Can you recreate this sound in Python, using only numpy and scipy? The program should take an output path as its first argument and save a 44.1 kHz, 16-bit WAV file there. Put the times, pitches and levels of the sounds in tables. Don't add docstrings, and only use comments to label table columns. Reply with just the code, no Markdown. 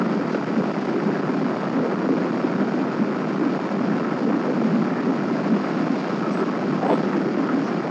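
import sys
import numpy as np
from scipy import signal
from scipy.fft import rfft, irfft
from scipy.io import wavfile
from scipy.ndimage import uniform_filter1d

SR = 44100
rng = np.random.default_rng(int(sys.argv[2]) if len(sys.argv) > 2 else 0)


def store_wav(level_fs):
    pcm = np.round(np.clip(np.atleast_2d(level_fs), -1, 1) * 32767)
    wavfile.write(sys.argv[1], SR, pcm.T.astype(np.int16))


N = 348390
TIME = np.arange(N) / SR
FREQS = np.fft.rfftfreq(N, 1 / SR)


def amp(db):
    return 10 ** (np.asarray(db) / 20)


def unit(x):
    return x / np.sqrt(np.mean(x ** 2) + 1e-20)


def noise():
    return rng.standard_normal(N)


def colour(x, points):
    hz, db = np.transpose(points)
    octave, knots = np.log2(FREQS + 1), np.log2(hz)
    outside = abs(octave - np.clip(octave, knots[0], knots[-1]))
    gain_db = np.maximum(np.interp(octave, knots, db) - 24 * outside, -100)
    cepstrum = irfft(np.log(amp(gain_db)), N)
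    folded = cepstrum * (1 + np.sign(N / 2 - np.arange(N)))
    folded[0] = cepstrum[0]
    return irfft(rfft(x) * np.exp(rfft(folded)), N)


def wander(slow_hz, fast_hz):
    coarse = TIME[::30]
    hz = np.fft.rfftfreq(len(coarse), coarse[1])
    shape = hz / (hz + slow_hz) ** 1.5 / np.sqrt(1 + (hz / fast_hz) ** 4)
    spectrum = rfft(rng.standard_normal(len(coarse))) * shape
    return unit(np.interp(TIME, coarse, irfft(spectrum, len(coarse))))


def low_cut(x, corner_hz):
    return signal.sosfilt(signal.butter(N=7, Wn=corner_hz, btype="high", fs=SR, output="sos"), x)


def steadied(x, span_s):
    window = signal.windows.hann(max(int(span_s * SR), 8))
    power = signal.oaconvolve(x ** 2, window / window.sum(), "same")
    return x / np.sqrt(np.maximum(power, 1e-12))


def burst(x, s, hz, width_hz, db, half_s):
    near = abs(TIME - s) < 2 * half_s + 0.05
    part = x[near]
    band = np.exp(-((np.fft.rfftfreq(len(part), 1 / SR) - hz) / width_hz) ** 2)
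    banded = irfft(rfft(part) * band, len(part))
    swell = amp(db) * np.exp(-((TIME[near] - s) / half_s) ** 2)
    out = np.zeros(N)
    out[near] = steadied(banded, span_s=2 * half_s + 0.025) * swell
    return out


# (frequency [Hz], density [dB per Hz])
PRESSURE_COLOUR = [(8, -7), (25, -1.5), (60, -3.5), (120, -8), (240, -10), (480, -18.5), (1000, -43)]


def diaphragm(held):
    drive, lean, stall_pressure = 1.02, 0.25, 2.1
    swings = steadied(colour(noise(), PRESSURE_COLOUR), span_s=0.1)
    pressure = drive * swings + lean
    travel = np.tanh(pressure * (1 - held) + stall_pressure * held)
    return travel, 1 - travel ** 2


def airflow():
    waver_db = 0.76
    return amp(waver_db * wander(slow_hz=3.2, fast_hz=10))


# (frequency [Hz], gain [dB])
THUMP_COLOUR = [(60, -27.5), (100, -24), (140, -14), (168, -1.5), (220, 1), (300, 3), (400, -0.5),
                (500, -4.5), (600, -7), (900, -33.5)]
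RATTLE_COLOUR = [(300, -26), (400, -0.5), (480, -3), (720, 4), (950, -5.5), (1500, 1.5), (3000, -3)]
# (time [s], pitch [Hz], level [dB], half duration [s])
BUFFETS_OF_WIND = [(0.027, 234, -25.5, 0.025), (0.176, 225, -32, 0.041), (.35, 430, -29, 0.015),
                   (0.575, 228, -21.5, 0.023), (0.61, 480, -28, 0.027), (0.935, 293, -33, 0.032),
                   (0.973, 375, -25, 0.022), (1.065, 210, -24.5, 0.037), (1.09, 443, -30, 0.02),
                   (1.39, 260, -32, 0.11), (1.785, 251, -26.5, .045), (1.85, 526, -28, 0.073),
                   (2.134, 278, -29.5, 0.13), (2.12, 280, -26, 0.014), (2.122, 470, -29.5, 0.064),
                   (2.453, 317, -24, 0.012), (2.625, 250, -30.5, 0.054), (2.787, 283, -30, 0.048),
                   (3.015, 246, -20, 0.016), (3.42, 338, -26, 0.027), (3.47, 292, -25.5, 0.031),
                   (3.893, 205, -26, 0.065), (4.266, 248, -23.5, 0.033), (4.286, 465, -29, 0.027),
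                   (4.354, 278, -22.5, 0.022), (4.495, 517, -27, 0.03), (4.72, 219, -24, 0.15),
                   (5.083, 235, -27.5, 0.047), (5.088, 400, -32.5, 0.036), (5.322, 317, -31, 0.023),
                   (5.529, 225, -17, 0.023), (5.516, 420, -33, .035), (5.8, 260, -30, 0.03),
                   (5.909, 232, -23, 0.022), (6.327, 195, -24.5, 0.027), (6.41, 390, -26, 0.023),
                   (6.743, 230, -29, 0.038), (6.927, 305, -18, 0.021), (6.91, 500, -26, 0.02),
                   (7.16, 340, -28, 0.049), (7.275, 367, -28.5, 0.024), (7.413, 265, -29, 0.025),
                   (7.55, 264, -25, 0.046)]


def wind(travel, flow):
    deep_db, knock_db, rattle_db = -29, -29, -33.5
    deep_restless_db, knock_restless_db = 1.1, 1.0
    split_hz, core_share = 269.0, 0.18
    thump = low_cut(colour(travel, THUMP_COLOUR), corner_hz=129.7)
    large = irfft(rfft(thump) / (1 + (FREQS / split_hz) ** 10), N)
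    deep_level = amp(deep_db + deep_restless_db * wander(slow_hz=3.5, fast_hz=12.0))
    deep = steadied(large, span_s=0.048) * deep_level
    knock_level = amp(knock_db + knock_restless_db * wander(slow_hz=3.4, fast_hz=8.7))
    knock = steadied(thump - large, span_s=0.11) * knock_level
    buffets = sum(burst(thump, s, hz, core_share * hz, db, half_s) for s, hz, db, half_s in BUFFETS_OF_WIND)
    rattle = steadied(colour(travel, RATTLE_COLOUR), span_s=0.23) * flow * amp(rattle_db)
    return (deep + knock) * lull() + buffets + rattle


# (frequency [Hz], density [dB per Hz])
RUSH_COLOUR = [(300, -10.5), (500, -2.5), (750, -2), (950, -2.5), (1350, -4.5), (1700, -9.5), (2000, -13),
               (2500, -18.5), (3100, -30), (4500, -43.5), (8000, -46)]
# (time [s], pitch [Hz], width [Hz], level [dB], half duration [s])
EDGE_WHISTLES = [(.01, 1320, 70, -34, 0.044), (0.349, 1410, 280, -31, 0.015), (1.164, 1660, 80, -38, 0.018),
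                 (4.988, 1790, 170, -41, 0.094), (6.255, 1285, 30, -33, 0.038),
                 (6.387, 1290, 64.5, -36, 0.027), (6.432, 1320, 60, -33.5, 0.02),
                 (6.498, 1096, 80.6, -35.5, 0.1), (6.848, 755, 60, -25, .025),
                 (6.915, 900, 60, -24.5, 0.03), (7.124, 1500, 400, -35.5, 0.021),
                 (7.495, 1303, 105, -28, 0.031)]


def air(flow):
    rush_db = -32.0
    rush = unit(colour(noise(), RUSH_COLOUR)) * flow * amp(rush_db)
    turbulence = noise()
    return rush + sum(burst(turbulence, *whistle) for whistle in EDGE_WHISTLES)


# (frequency [Hz], density [dB per Hz])
RUMBLE_COLOUR = [(80, -27), (100, -20.5), (125, -6.5), (165, 0.5), (210, -11), (300, -10)]
# (pitch [Hz], level [dB])
MACHINE_TONES = [(199.5, -34), (1057.5, -50), (1300.5, -44.5), (1422, -50.5), (2357.5, -56.5), (2724, -66),
                 (3750, -75), (3779, -72), (4258.5, -69.5), (4666.5, -67.5), (4972, -69.5), (5691, -74)]


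def ship():
    rumble_db, waver_db = -37, 2.2
    drift_hz = 1.2
    out = amp(rumble_db) * unit(colour(noise(), RUMBLE_COLOUR))
    for hz, db in MACHINE_TONES:
        pitch = hz + drift_hz * hz / 1300.5 * wander(slow_hz=3.9, fast_hz=18)
        tone = np.sin(2 * np.pi * np.cumsum(pitch) / SR)
        waver = amp(waver_db * wander(slow_hz=0.36, fast_hz=3.5))
        out += amp(db) * unit(tone * waver)
    return out


# (frequency [Hz], density [dB per Hz])
HISS_COLOUR = [(1200, -10), (2200, 6), (2800, 6), (3800, 1), (4900, 3.5), (5600, -2), (6100, -7.5),
               (6900, -6.5), (7400, -21.5), (8100, -18)]
# (time [s], level [dB])
WAKE_LEVEL = [(0, -47), (1.2, -48), (3.6, -48), (5.0, -48), (5.85, -45.5), (6.8, -47), (7.9, -48)]
# (pitch [Hz], width [Hz], level [dB])
NARROW_BANDS = [(5548, 45, -70.5), (5705, 50, -73.5), (6200, 70, -74.5), (6700, 40, -78), (6890, 35, -76.5)]


def wake():
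    shimmer_db = 0.94
    hiss = unit(colour(noise(), HISS_COLOUR))
    level_db = np.interp(TIME, *np.transpose(WAKE_LEVEL)) + shimmer_db * wander(slow_hz=0.63, fast_hz=60)
    out = hiss * amp(level_db)
    spectrum = rfft(noise())
    for hz, width_hz, db in NARROW_BANDS:
        band = np.exp(-((FREQS - hz) / width_hz) ** 2)
        out += amp(db) * unit(irfft(spectrum * band, N))
    return out


# (time [s], half duration [s])
STALL_TIMES = [(0.268, 0.0029), (0.421, 0.0034), (0.453, 0.0049), (0.731, 0.0033), (0.8, 0.0021),
               (0.865, .004), (1.214, 0.0043), (1.56, 0.0044), (1.623, 0.0027), (1.692, 0.004),
               (1.953, 0.0038), (2.084, .004), (2.144, 0.0024), (2.315, 0.0038), (2.421, 0.0035),
               (3.337, 0.0031), (3.389, 0.0042), (3.586, 0.0046), (3.777, 0.0026), (3.993, 0.0039),
               (6.089, 0.0031), (6.446, 0.0031), (6.806, 0.0034), (6.876, 0.0023), (7.024, 0.004),
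               (7.363, 0.0035)]


def stalled():
    holds = sum(np.exp(-((TIME - s) / half_s) ** 4) for s, half_s in STALL_TIMES)
    return np.minimum(holds, 1)


# (frequency [Hz], density [dB per Hz])
CRACKLE_COLOUR = [(700, 6), (1500, 5.5), (2400, -7), (3600, -9.5), (4300, -28.5)]
# (onset time [s], pitch [Hz], envelope peak [dB], time to the peak [s], crackle relative to the ring [dB])
PORT_SLAPS = [(.269, 500, -24, .0007, -14), (.346, 510, -14, 0.0014, -12), (.889, 500, -16, 0.00071, -15),
              (1.560, 566, -16, 0.0008, -17), (1.633, 620, -15, .0007, -12),
              (2.089, 485, -11.5, 0.00065, -16), (2.44, 324, -15, 0.0019, -20),
              (3.591, 700, -19, 0.00065, -12.5), (3.997, 500, -19, 0.00065, -12),
              (4.617, 600, -14, 0.00067, -14), (6.828, 670, -22, .0015, -16),
              (6.8325, 700, -14, 0.0011, -16), (6.858, 418, -12, 0.00093, -20),
              (6.8655, 520, -8.5, 0.00074, -13), (6.8695, 600, -16, .0007, -14),
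              (6.8885, 710, -18, 0.0017, -12), (6.8996, 616, -8.5, 0.0013, -15),
              (6.9136, 570, -10, 0.0011, -12), (6.9228, 445, -10, 0.00087, -12),
              (6.9285, 456, -9, .001, -11), (6.9328, 456, -9, 0.00077, -13), (6.939, 500, -14, 0.00054, -8),
              (6.9408, 564, -14, .0006, -7), (7.034, 450, -12.5, .001, -13),
              (7.372, 380, -12, 0.00084, -19)]


def slaps():
    grit = steadied(colour(noise(), CRACKLE_COLOUR), span_s=0.01)
    out = np.zeros(N)
    for s, hz, db, rise_s, crackle_db in PORT_SLAPS:
        near = (TIME > s) & (TIME < s + 10 * rise_s)
        t = TIME[near] - s
        turn = 2 * np.pi * hz * t
        crackle = amp(crackle_db) * grit[near] * abs(np.cos(turn))
        envelope = t / rise_s * np.exp(1 - t / rise_s)
        out[near] += amp(db) * envelope * (np.sin(turn) + crackle)
    return low_cut(out, corner_hz=148)


# (time [s], depth [dB], half duration [s])
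LULL_TIMES = [(0.303, 2.5, 0.043), (0.47, 3, 0.049), (0.766, 1.5, .06), (1.614, 2.5, 0.15), (2.38, 0, .03),
              (2.92, 2, .05), (3.21, 3, 0.031), (3.68, 3, 0.089), (4.16, 2, 0.034), (5.405, 1.5, .035),
              (5.686, 1, 0.043), (6.063, 4, 0.055), (6.246, 3, 0.018), (6.566, 0.5, .06), (7.852, 6, 0.037)]


def lull():
    return amp(-sum(db * np.exp(-((TIME - s) / half_s) ** 2) for s, db, half_s in LULL_TIMES))


# (time [s], pitch [Hz], width [Hz], level [dB], half duration [s])
HISS_PUFFS = [(.33, 4500, 1800, -49, .04), (6.333, 5800, 900, -52, 0.021), (6.338, 8000, 600, -58, 0.017),
              (6.386, 7940, 600, -61, .028), (6.92, 8100, 600, -59.5, 0.059),
              (6.925, 3080, 750, -49, 0.031), (7.0, 3800, 2000, -49.5, .07), (7.668, 5560, 800, -51, .035)]


def puffs():
    breath = noise()
    return sum(burst(breath, *puff) for puff in HISS_PUFFS)


def scene():
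    rush_leak, hiss_leak = 0.05, 1.4
    stall_db, crowding_db = -7, -16.5
    held = stalled()
    travel, sensitivity = diaphragm(held)
    flow = airflow()
    thumping = wind(travel, flow) * amp(stall_db * held)
    middle = (air(flow) + ship()) * steadied(sensitivity + rush_leak, span_s=0.14)
    hits = slaps()
    treble = (wake() + puffs()) * unit(sensitivity + hiss_leak)
    hit_power = uniform_filter1d(hits ** 2, size=130)
    room_left = 1 / np.sqrt(1 + hit_power / amp(crowding_db) ** 2)
    return ((thumping + middle) * room_left + hits + treble)[None]


def record(dry):
    ceiling, edge_hz = 0.34, 8300
    filtered = low_cut(dry, corner_hz=120.3)
    rounded = filtered / (1 + (filtered / ceiling) ** 4) ** 0.25
    cleaned = low_cut(rounded, corner_hz=87)
    band_limit = signal.firwin(511, edge_hz, window=("kaiser", 9), fs=SR)
    return signal.oaconvolve(cleaned, band_limit[None], "same")


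dry = scene()
out = record(dry)
store_wav(out)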